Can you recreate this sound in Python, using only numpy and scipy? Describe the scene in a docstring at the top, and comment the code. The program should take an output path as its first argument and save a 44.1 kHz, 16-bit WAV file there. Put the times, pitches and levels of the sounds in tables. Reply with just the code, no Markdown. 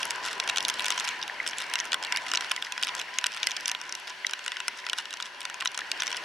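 """Rain strikes the plastic housing of a camera on a scooter that rides along a wet road.
Drops fall thickly at first: large ones ring the housing, duller ones plink close by, specks tick, spray patters.
The road's wash passes the same shell, whose air cavity sings near 1 kHz; it swells near 0.9 s.
After about 3.7 s the large drops thin out and a faint engine hum rises below; the wash swells again near 6 s.
Struck modes make drops, specks and spray; short notes the plinks; shaped noise the wash; sines the hum."""
import sys
import numpy as np
from scipy import signal
from scipy.io import wavfile
from scipy.ndimage import uniform_filter1d

SR = 44100
rng = np.random.default_rng(int(sys.argv[2]) if len(sys.argv) > 2 else 0)


def store_pcm(level_fs):
    """Save levels as 16-bit WAV."""
    pcm = np.round(np.clip(level_fs, -1, 1) * 32767).astype(np.int16)
    wavfile.write(sys.argv[1], SR, np.atleast_2d(pcm).T)


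N = 275184


def gain_of(db):
    """dB to amplitude gain."""
    return 10 ** (np.asarray(db) / 20)


def evened(x):
    """Scales to rms 1."""
    return x / np.sqrt(np.mean(x ** 2) + 1e-20)


def slow_noise(shape, size):
    """Noise of rms 1, smoothed twice over `size` samples."""
    smooth = uniform_filter1d(rng.standard_normal(shape), size=size)
    return evened(uniform_filter1d(smooth, size=size))


def read(points, hz):
    """Reads a spectrum on a log-frequency axis."""
    point_hz, value = np.transpose(points)
    return np.interp(np.log(hz + 1), np.log(point_hz + 1), value)


def place(times_s, hits):
    """Adds each stereo hit at its time."""
    out = np.zeros((2, N + SR))
    for time_s, hit in zip(times_s, hits):
        at = round(time_s * SR)
        out[:, at:at + hit.shape[1]] += hit
    return out[:, :N]


# engine: (time [s], firing rate [Hz], level [dB], boost of multiples above 2 [dB])
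ENGINE = [(3.7, 182, -85, 0), (3.88, 183, -69.5, -1), (4.3, 189, -70.5, 3), (4.45, 189, -76, 4),
          (4.75, 190, -71, 0), (5.1, 184, -76, 4), (5.35, 183, -75, 7), (5.8, 187, -73, 3),
          (6.24, 199, -71, 1)]
# engine tones: (multiple of firing rate, relative level [dB])
ENGINE_ORDERS = [(2, 3), (3.1, 2.5), (4.02, -6)]


def hum(waver=0.009, flutter_db=2.5):
    """Sines at multiples of the firing rate waver together in pitch; each flutters in level."""
    time_s, firing_hz, level_db, upper_db = np.transpose(ENGINE)
    t = np.arange(N) / SR
    wobble, *flutters = slow_noise((1 + len(ENGINE_ORDERS), N), size=3000)
    turns = np.cumsum(np.interp(t, time_s, firing_hz) * (1 + waver * wobble)) / SR
    boost_db = np.interp(t, time_s, upper_db)
    tones = 0
    for (multiple, part_db), flutter in zip(ENGINE_ORDERS, flutters):
        tone_db = part_db + (multiple > 2) * boost_db + flutter_db * flutter
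        tones = tones + gain_of(tone_db) * np.sin(2 * np.pi * (multiple * turns + rng.random()))
    return np.sqrt(2) * gain_of(np.interp(t, time_s, level_db)) * tones


# rain, also for spray and plinks: (time [s], road wash level [dB], shell spray level [dB], patter level [dB])
RAIN_LEVELS = [(0, -36.5, -49, -52), (.29, -39.5, -40.5, -62), (.5, -38.5, -48, -38.5),
               (.69, -37.5, -47, -51), (.92, -33.5, -43, -48), (1.1, -35, -47, -42.5),
               (1.2, -40, -49.5, -46), (1.65, -39.5, -43, -43), (1.78, -39, -43.5, -38.5),
               (1.95, -42, -44.5, -54), (2.15, -38.5, -43.5, -35.5), (2.28, -40.5, -45.5, -51),
               (2.45, -37, -40, -37.5), (2.62, -42.5, -48, -56), (2.87, -37.5, -44, -54),
               (3.1, -41, -52, -47.5), (3.5, -37.5, -53, -47.5), (3.8, -43.5, -47, -45),
               (4.03, -41, -55, -62), (4.55, -40, -51.5, -50), (5.0, -42.5, -49, -51.5),
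               (5.65, -42.5, -54, -52.5), (5.9, -40.5, -59, -47), (6.05, -35.5, -53, -47),
               (6.24, -40, -45.5, -51)]
# road rumble: (time [s], level on the wash scale [dB])
RUMBLE_LEVELS = [(0, -36), (.8, -36.5), (1.2, -39.5), (1.6, -39.5), (1.9, -39), (2.35, -38), (2.52, -42.5),
                 (2.75, -44), (2.95, -38.5), (3.1, -44), (3.5, -42.5), (4.2, -46.5), (5.3, -46.5),
                 (6.24, -40)]
# wash heard through the housing: (frequency [Hz], relative density [dB per Hz])
WASH_SPECTRUM = [(30, -37), (368, -14), (500, -14), (880, -7.5), (1180, -13), (1550, -3), (2350, -9.5),
                 (2900, -7), (3600, -15), (3900, -17), (4500, -13.5), (4900, -19), (5600, -18.5),
                 (6900, -28), (9000, -33), (10800, -33.5), (14500, -47.5), (16500, -55)]
# left-right likeness of the wash: (frequency [Hz], correlation [-1 to 1])
WASH_LIKENESS = [(60, 0.87), (150, 0.99), (380, 0.91), (950, 0.93), (2380, 0.55), (5980, 0.68),
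                 (15000, 0.27)]
# stereo lean of the wash: (frequency [Hz], left minus right [dB])
WASH_LEAN = [(60, 0.0), (150, 0.0), (380, 0.5), (950, 3.0), (2380, 0.5), (5980, -0.5), (15000, 0.0)]
CAVITY_HZ, CAVITY_WIDTH_HZ, CAVITY_DB = 1000, 66, 0.0  # air behind the ports


def wash(patchy_db=1.5, split_hz=1600.0):
    """Tyre wash and far rain as patchy noise through the cavity; rumble under the split swells on its own."""
    frames, hz = N // 512 + 5, np.fft.rfftfreq(2048, 1 / SR)
    a, b, c, d, patches = rng.standard_normal((frames, 1025, 5)).T
    patches = evened(uniform_filter1d(uniform_filter1d(patches, size=12, axis=0), size=5, axis=1))

    time_s, wash_db, *_ = np.transpose(RAIN_LEVELS)
    t = np.arange(frames) * 512 / SR
    low = 1 / (1 + (hz[:, None] / split_hz) ** 4)
    swell_db = low * np.interp(t, *np.transpose(RUMBLE_LEVELS)) + (1 - low) * np.interp(t, time_s, wash_db)

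    same = np.clip(read(WASH_LIKENESS, hz), -1, 1)[:, None]
    lean = gain_of(read(WASH_LEAN, hz) / 2)[:, None]
    left, other = a + 1j * b, c + 1j * d
    right = same * left + np.sqrt(1 - same ** 2) * other
    stereo = np.array([lean * left, right / lean])

    # the cavity tone wavers at random in pitch and level
    drift, flutter = evened(uniform_filter1d(rng.standard_normal((2, frames)), size=5))
    offset_hz = hz[:, None] - CAVITY_HZ * (1 + .009 * drift)
    cavity = gain_of(CAVITY_DB + 2.5 * flutter) / (1 + (2 * offset_hz / CAVITY_WIDTH_HZ) ** 2)
    colour = gain_of(read(WASH_SPECTRUM, hz))[:, None] + cavity

    unit = np.sqrt(np.mean(signal.istft(left * colour, nperseg=2048, noverlap=1536)[1] ** 2))
    stereo = stereo * colour * gain_of(swell_db + patchy_db * patches) / unit
    return signal.istft(stereo, nperseg=2048, noverlap=1536)[1][:, :N]


# housing modes: (centre frequency [Hz], relative level before scatter [dB], t60 [s])
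HOUSING_MODES = [(750, 13, 0.0059), (998.6, 5.5, 0.11), (1453, 22, 0.013), (1954, 12.5, 0.038),
                 (2295, -2, 0.016), (2656, 5.5, 0.0062), (2901, 3, 0.019), (3358, 6, 0.0094),
                 (3837, 2, 0.014), (4185, -4, 0.017), (5113, 4, 0.0032), (5500, 6.5, 0.0026),
                 (6270, -2.5, 0.0029), (7570, 0, 0.0014), (9070, -2.5, 0.00079), (10500, -13, 0.0049),
                 (12160, -16, 0.0011), (13300, -19, 0.0031), (15200, -26, .003)]
KNOCK, RING = HOUSING_MODES[:4], HOUSING_MODES[4:10]
SNAP, TICK = HOUSING_MODES[10:13], HOUSING_MODES[13:]
# shell, stiff below and sealed above: (edge [Hz], filter order, filter kind)
SHELL_FILTERS = [(700, 2, "highpass"), (11500, 3, "lowpass")]


def strikes(modes, count, splash_s, apart, tilt_db=0):
    """Stereo strikes (count, 2, time), mono rms 1 over 5 ms: a splash rings modes that differ by spot."""
    t = np.arange(900) / SR
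    level_chance, pitch_chance = np.moveaxis(rng.standard_normal((count, len(modes), 2, 1)), 2, 0)
    hz, db, t60_s = np.array(modes).T[..., None]
    sign = (-1.) ** np.arange(len(modes))[:, None]
    mode_db = db + tilt_db * np.log2(hz / hz.mean()) + 3 * level_chance - 60 * t / t60_s
    rings = sign * gain_of(mode_db) * np.sin(2 * np.pi * hz * (1 + .035 * pitch_chance) * t)
    rings = rings.sum(1)
    # the last filter thins out what lies under the lowest mode
    for edge_hz, order, kind in SHELL_FILTERS + [(.8 * hz.min(), 2, "highpass")]:
        rings = signal.sosfilt(signal.butter(order, edge_hz, kind, fs=SR, output="sos"), rings)

    fade = np.exp(-t[:300] / splash_s)  # the water spreads after a sharp contact
    both, left, right = np.moveaxis(rng.standard_normal((count, 3, len(fade))) * fade, 1, 0)
    both = both + 5.04 * np.exp(-t[:300] / .00004)
    splash = np.stack([both + apart * left, both + apart * right], 1)  # the ports share part of the blow
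    out = signal.fftconvolve(splash, rings[:, None], axes=2)
    return out * np.sqrt(SR / 200 / (out.mean(1) ** 2).sum(1))[:, None, None]


def rain_gain(column):
    """Gain over time from one level column of the rain table."""
    rain = np.transpose(RAIN_LEVELS)
    return gain_of(np.interp(np.arange(N) / SR, rain[0], rain[column]))


def random_drops(per_s, spread_db, most, gust_db, gust_size):
    """Impulses at random times, a few larger than most, their sizes swayed in short flurries."""
    size = gain_of(spread_db * np.minimum(rng.exponential(1, N), most)) * (rng.random(N) < per_s / SR)
    return size * gain_of(gust_db * slow_noise(N, gust_size))


def spray(per_s=800., spread_db=6.5, gust_db=7.5):
    """Small drops land at random on 24 spots and ring the housing modes."""
    spots = gain_of(-1.5) * strikes(KNOCK, count=24, splash_s=0.00095, apart=0.079)
    spots = spots + strikes(RING, count=24, splash_s=0.00072, apart=0.068)
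    spots = spots + gain_of(-3.0) * strikes(SNAP + TICK, count=24, splash_s=0.0006, apart=1.2)
    size = random_drops(per_s, spread_db, 2.6, gust_db, gust_size=1500)
    spot = rng.integers(0, len(spots), N)
    out = 0
    for k, tap in enumerate(spots):
        out = out + signal.oaconvolve((size * (spot == k))[None], tap, axes=1)[:, :N]
    return evened(out) * rain_gain(column=2)


PATTER_RISE_S, CLEAR_RISE_S = 0.0022, 0.001117
PATTER_HZ, PATTER_SPREAD = 2272, 0.237  # median pitch and its log scatter
PLINK_SAG = 0.046  # fall in pitch, as a fraction


def plink(hz, rise_s=PATTER_RISE_S, rough=0.56, second_db=-7.0):
    """A soft, wet, uneven note: two tones of one pitch swell for rise_s, sag in pitch and die."""
    u = np.arange(600) / SR / rise_s
    turns = np.cumsum(hz * (1 + PLINK_SAG * (np.exp(-u / 2) - .5))) / SR
    wobble = 1 + rough * slow_noise(len(u), size=40)
    note = np.sin(2 * np.pi * (turns + rng.random()))
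    note = note + gain_of(second_db) * np.sin(2 * np.pi * (turns + rng.random()))
    return np.sqrt(2) * u * np.exp(1 - u) * wobble * note


# dull drops on something soft close by: (time of peak [s], nominal rms level at peak [dB], pitch [Hz])
CLEAR_PLINKS = [(0.124, -33, 1870), (0.427, -32.5, 2240), (0.773, -37, 1880), (1.2501, -35, 2010),
                (1.2988, -29.5, 1800), (1.402, -25, 2070), (1.7158, -34, 1940), (1.81, -29, 2010),
                (2.1865, -32, 2370), (2.2688, -30, 2060), (2.5504, -34, 2190), (2.5785, -31, 2020),
                (2.6701, -35, 1930), (2.7651, -30, 2050), (2.8241, -28.5, 2230), (2.9423, -34, 1900),
                (3.1349, -36, 1980), (3.942, -32.5, 2030), (4.2472, -25, 2060), (4.529, -31, 1970),
                (4.562, -33, 2010), (4.7947, -34, 2040), (4.842, -34, 1960), (5.2733, -37.5, 2050),
                (5.6185, -25.5, 1880), (5.7994, -37, 1650), (5.818, -32, 1780), (6.1799, -32, 1950)]


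def plinks(per_s=1300., spread_db=3.0, gust_db=2.2, lean_db=4.5):
    """Clear soft notes over a random patter of small ones from 16 spots, each leaning left or right."""
    size = random_drops(per_s, spread_db, 3, gust_db, gust_size=2000)
    spot, chance = rng.integers(0, 16, N), rng.standard_normal((16, 2))
    patter = 0
    for k, (pitch, side) in enumerate(chance):
        note = plink(PATTER_HZ * np.exp(PATTER_SPREAD * pitch))
        lean = gain_of(lean_db * side * np.array([[.5], [-.5]]))
        patter = patter + lean * signal.oaconvolve(size * (spot == k), note)[:N]
    out = evened(patter) * rain_gain(column=3)
    for peak_s, level_db, hz in CLEAR_PLINKS:
        part = out[:, round((peak_s - CLEAR_RISE_S) * SR):][:, :600]
        part += gain_of(level_db) * plink(hz, CLEAR_RISE_S)[:part.shape[1]]
    return out


# clear specks of spray: (time [s], peak level of the treble [dB])
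SPRAY_SPECKS = [(.0167, -28), (.1017, -28), (.1164, -31), (.1384, -37), (0.159, -31), (0.2553, -30),
                (.3541, -35), (.38, -36), (.4044, -30), (.6367, -34), (.6586, -30), (.757, -35), (.77, -35),
                (.7866, -29), (.832, -39), (.8945, -34), (0.911, -32), (.9438, -28), (.961, -32),
                (1.0244, -38), (1.1093, -32), (1.191, -35), (1.235, -29), (1.343, -36), (1.4296, -35),
                (1.482, -30), (1.5723, -35), (1.6205, -27), (1.64, -33), (1.6665, -33), (1.699, -27),
                (1.795, -30), (1.844, -33), (2.0686, -30), (2.1435, -38), (2.1798, -33), (2.2388, -36),
                (2.289, -37), (2.4304, -37), (2.4384, -34), (2.4664, -36), (2.497, -30), (2.5047, -35),
                (2.524, -34), (2.5398, -37), (2.6191, -34), (2.796, -35), (2.814, -31), (2.858, -37),
                (2.9664, -31), (3.024, -35), (3.1397, -31), (3.213, -31), (3.32, -28), (3.329, -31),
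                (3.401, -30), (3.4647, -29), (3.6004, -35), (3.9994, -32), (4.073, -30), (4.0978, -30),
                (4.103, -30), (4.441, -29.5), (4.4474, -31), (4.675, -34), (4.775, -32.5), (4.8513, -35),
                (5.023, -37.5), (5.2084, -30), (5.257, -30), (5.347, -36), (5.43, -34), (5.717, -31),
                (5.976, -32), (6.0072, -32), (6.0611, -30), (6.0973, -32), (6.161, -30)]


def specks(ring_db=0.0):
    """Each speck ticks the high modes and rings the middle ones; ring_db is ring over tick."""
    treble = strikes(SNAP + TICK, count=len(SPRAY_SPECKS), splash_s=0.0005, apart=1.0)
    ring = strikes(RING, count=len(SPRAY_SPECKS), splash_s=0.0019, apart=0.36)
    hits = treble + gain_of(ring_db) * ring
    time_s, level_db = np.transpose(SPRAY_SPECKS)
    treble_peak = abs(treble.mean(1)).max(1)
    return place(time_s, (gain_of(level_db) / treble_peak)[:, None, None] * hits)


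# large drops, levels rms over 5 ms: (time [s], knock [dB], ring [dB], snap [dB], tick [dB])
LARGE_DROPS = [(0.0068, -34, -46, -52, -47), (0.0296, -49, -26.5, -32.5, -38), (0.0533, -35, -42, -35, -34),
               (0.1068, -36, -30, -30.5, -29), (0.2511, -36, -41, -39, -39), (0.2617, -36, -38, -38, -39.5),
               (0.2762, -37, -37, -44, -49), (0.33, -43, -37, -40, -39), (0.3996, -32.5, -23.5, -28, -37),
               (0.4387, -55, -41, -43, -47), (0.4764, -32, -30, -34, -42), (0.4895, -41, -28, -33, -47),
               (0.494, -47, -35, -36, -45), (0.497, -29, -22.5, -31, -33.5), (0.5601, -41, -28.5, -35, -43),
               (0.569, -50, -39, -42, -47), (0.5722, -31, -23.5, -29, -35), (0.5825, -33, -24, -27, -37),
               (0.6052, -39, -29, -32, -43), (0.627, -50, -47, -35, -41), (0.65, -56, -22.5, -29, -40),
               (0.683, -38, -30, -31, -30), (0.6887, -36, -31, -29, -40), (0.6988, -31, -27, -28, -48),
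               (0.7016, -43, -42, -42, -39), (0.7404, -52, -35, -41, -39.5), (0.7947, -36, -25.5, -44, -40),
               (0.8054, -35, -33, -46, -42), (0.8215, -45, -47, -37, -44), (0.844, -33.5, -30, -36, -39),
               (0.8574, -49, -29.5, -43, -34.5), (0.8637, -38, -28.5, -32, -35),
               (0.8827, -30, -33, -29, -37), (0.9041, -28, -26, -26.5, -30.5), (0.916, -38, -32, -48, -42),
               (0.9223, -35, -28, -30.5, -48), (0.9772, -30.5, -29, -35, -42), (0.98, -45, -45, -34, -44),
               (0.9896, -40, -40, -35, -53), (0.9986, -51, -30, -30.5, -38), (1.0061, -32, -33, -41, -41),
               (1.043, -38, -43, -38, -47), (1.0468, -38, -34, -38, -50), (1.051, -41, -37, -35, -40.5),
               (1.0756, -39, -30, -39, -42), (1.0806, -37, -31, -33, -43), (1.0888, -37, -30, -33, -40),
               (1.2153, -54, -39, -37.5, -54), (1.227, -64, -29.5, -32, -55),
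               (1.2783, -48, -34.5, -44, -45), (1.4637, -32, -30.5, -36, -49), (1.469, -43, -39, -38, -46),
               (1.476, -59, -32, -30, -32), (1.4883, -40.5, -41, -36, -42), (1.496, -53, -52, -38, -52),
               (1.5107, -46, -48, -38, -50), (1.5324, -40, -33, -49, -67), (1.5839, -42, -32.5, -43, -32),
               (1.6023, -36, -34.5, -44, -43), (1.7376, -31, -26.5, -30.5, -33),
               (1.7555, -29, -24.5, -30, -36), (1.783, -49, -50, -43, -53), (1.7886, -49, -33, -33, -49),
               (1.8008, -45, -32, -26.5, -47), (1.8064, -36, -35, -45, -46), (1.8536, -43, -43, -42, -45.5),
               (1.9194, -47, -26, -34, -48), (1.9306, -26.5, -23.5, -30, -36),
               (1.943, -25.5, -23.5, -32.5, -31.5), (2.027, -36, -36, -34.5, -49),
               (2.037, -53, -34, -35.5, -44), (2.0485, -42, -30.5, -46, -40),
               (2.1234, -27, -24.5, -26.5, -34), (2.1613, -36, -31, -28, -42),
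               (2.1718, -38, -27, -32, -34.5), (2.2652, -41, -35.5, -48, -48),
               (2.3155, -34, -28.5, -30, -36), (2.3363, -25, -31, -28, -33.5), (2.342, -39, -31, -44, -44),
               (2.3496, -37, -25, -30, -44), (2.356, -36, -35, -25.5, -43), (2.373, -35, -22.5, -30, -35),
               (2.4084, -33, -31.5, -35, -40), (2.512, -34, -25, -50, -56),
               (2.516, -26.5, -24.5, -26, -31.5), (2.563, -36, -32, -36, -40),
               (2.624, -35, -26.5, -38, -41), (2.6478, -49, -39, -37, -52),
               (2.7221, -44, -30.5, -33.5, -40.5), (2.7782, -32, -33, -35, -46),
               (2.8266, -32, -28, -32, -34), (2.8334, -39, -22.5, -25.5, -44), (2.843, -57, -42, -37, -44),
               (2.8478, -55, -37, -35, -44), (2.87, -36, -30.5, -39, -40.5), (2.8797, -40, -35, -36, -52),
               (2.8864, -53, -33, -38, -54), (2.8912, -36, -30, -40, -51), (2.951, -38, -44, -37, -35),
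               (2.9921, -42, -38, -39, -56), (2.997, -48, -29.5, -41, -41), (3.0104, -41, -40, -44, -63),
               (3.0144, -39, -32.5, -37, -41), (3.1862, -33, -24, -23, -38.5),
               (3.241, -25, -21.5, -32, -37), (3.261, -31, -30, -38, -44), (3.266, -36, -27.5, -25.5, -28),
               (3.338, -58, -39.5, -41, -59), (3.3466, -45, -39, -39, -47), (3.365, -37.5, -41, -47, -49),
               (3.372, -39, -35, -40, -52), (3.377, -55, -39, -44, -50), (3.4303, -35, -23, -28.5, -46),
               (3.44, -40, -37, -37, -52), (3.47, -25.5, -23.5, -23, -30), (3.488, -42, -38, -49, -51),
               (3.4972, -39, -40, -43, -53), (3.5086, -53, -33, -38, -44), (3.5164, -41, -31, -31, -50),
               (3.566, -44, -34.5, -30, -42), (3.569, -42, -37, -39, -41), (3.608, -53, -50, -39, -48),
               (3.6574, -41, -30, -25.5, -42), (3.6753, -42, -41, -41, -46), (3.6797, -41, -29, -29, -30),
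               (3.69, -34, -35, -34, -50), (3.696, -46, -31, -32, -42), (3.7152, -34, -29, -28.5, -35),
               (3.7488, -35, -28, -43, -48), (3.8143, -38.5, -40, -36.5, -48),
               (3.8935, -42, -41.5, -38, -50), (3.9241, -43, -36.5, -30.5, -42),
               (3.9513, -45, -37, -35, -38.5), (4.0771, -41, -37.5, -42, -50), (4.2472, -34, -37, -59, -71),
               (4.267, -50, -27.5, -27, -36), (4.295, -37, -37, -40, -51), (4.31, -52, -39, -37.5, -40),
               (4.3346, -31, -27, -33, -42), (4.392, -42, -39, -46, -52), (4.4628, -33, -35, -37, -42),
               (4.4792, -32, -28, -37, -37), (4.519, -36, -30.5, -38, -47),
               (4.5688, -35.5, -33, -39.5, -52), (4.6023, -34, -30.5, -40, -39.5),
               (4.6811, -26.5, -28, -27.5, -31), (4.8661, -31.5, -32.5, -35, -47),
               (4.888, -40, -38, -41, -54), (4.8974, -46, -26.5, -33, -38), (4.9316, -27.5, -25, -34, -37),
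               (5.055, -49, -36, -44, -48), (5.107, -56, -37.5, -47, -48), (5.1282, -73, -34.5, -45, -45),
               (5.1386, -39, -36, -35.5, -46), (5.171, -58, -39, -44, -53), (5.2013, -33.5, -32, -47, -49),
               (5.2251, -53, -32.5, -34, -46), (5.406, -51, -41, -42, -41), (5.416, -45, -36, -45, -51),
               (5.4526, -34.5, -31, -33, -41), (5.4989, -37, -39, -43, -45), (5.543, -39, -37, -39, -50),
               (5.6032, -55, -36, -41, -53), (5.6078, -40, -30, -37, -41), (5.623, -31, -33, -45, -47),
               (5.6506, -51, -36, -44, -40.5), (5.6568, -26, -23.5, -33, -43),
               (5.6739, -71, -26.5, -26, -54), (5.745, -42, -35.5, -50, -43.5), (5.749, -52, -40, -40, -55),
               (5.7763, -34, -33, -32.5, -38), (5.7901, -33, -33, -38, -43), (5.8066, -52, -38, -43, -54),
               (5.916, -36.5, -25.5, -27.5, -37), (6, -38, -32, -40, -51), (6.004, -41, -36, -28, -46),
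               (6.021, -28, -25.5, -32, -42), (6.034, -36, -31, -44, -39), (6.0684, -35, -34, -32.5, -40),
               (6.0779, -44, -30.5, -30.5, -43), (6.1042, -38, -38, -48, -45),
               (6.116, -55, -35, -38.5, -45), (6.1277, -34, -31.5, -34.5, -44),
               (6.1455, -34.5, -34, -52, -59), (6.168, -52, -37, -35, -40), (6.172, -46, -36, -39, -50)]
RING_TILT = 0.42  # dB per octave for each dB of ring over knock: weaker knock, brighter ring


def large_drops():
    """Each large drop rings four groups of housing modes, each at its own level."""
    count = len(LARGE_DROPS)
    time_s, *levels_db = np.array(LARGE_DROPS).T[..., None, None]
    tilt_db = RING_TILT * (levels_db[1] - levels_db[0] - 16.0)
    knock_lean = gain_of([[1.], [-1.]])  # dB left, right
    groups = [knock_lean * strikes(KNOCK, count, splash_s=0.0013, apart=0.53),
              strikes(RING, count, splash_s=0.00082, apart=0.98, tilt_db=tilt_db),
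              strikes(SNAP, count, splash_s=0.0014, apart=0.82),
              strikes(TICK, count, splash_s=0.00095, apart=1.0)]
    hits = sum(gain_of(db) * group for db, group in zip(levels_db, groups))
    return place(time_s.ravel(), hits)


def scene():
    """Drops and specks on the shell over plinks, spray, wash and hum."""
    return hum() + wash() + spray() + plinks() + specks() + large_drops()


HEADROOM = .65  # ceiling amplitude of the soft limit
EDGE_HZ = 16100


def record(dry):
    """The input stage rounds off the hardest hits; then a low-pass limits the band."""
    soft = HEADROOM * np.tanh(dry / HEADROOM)
    band_limit = signal.firwin(191, EDGE_HZ, window=("kaiser", 9), fs=SR)
    return signal.oaconvolve(soft, band_limit[None], "same")


dry = scene()
out = record(dry)
store_pcm(out)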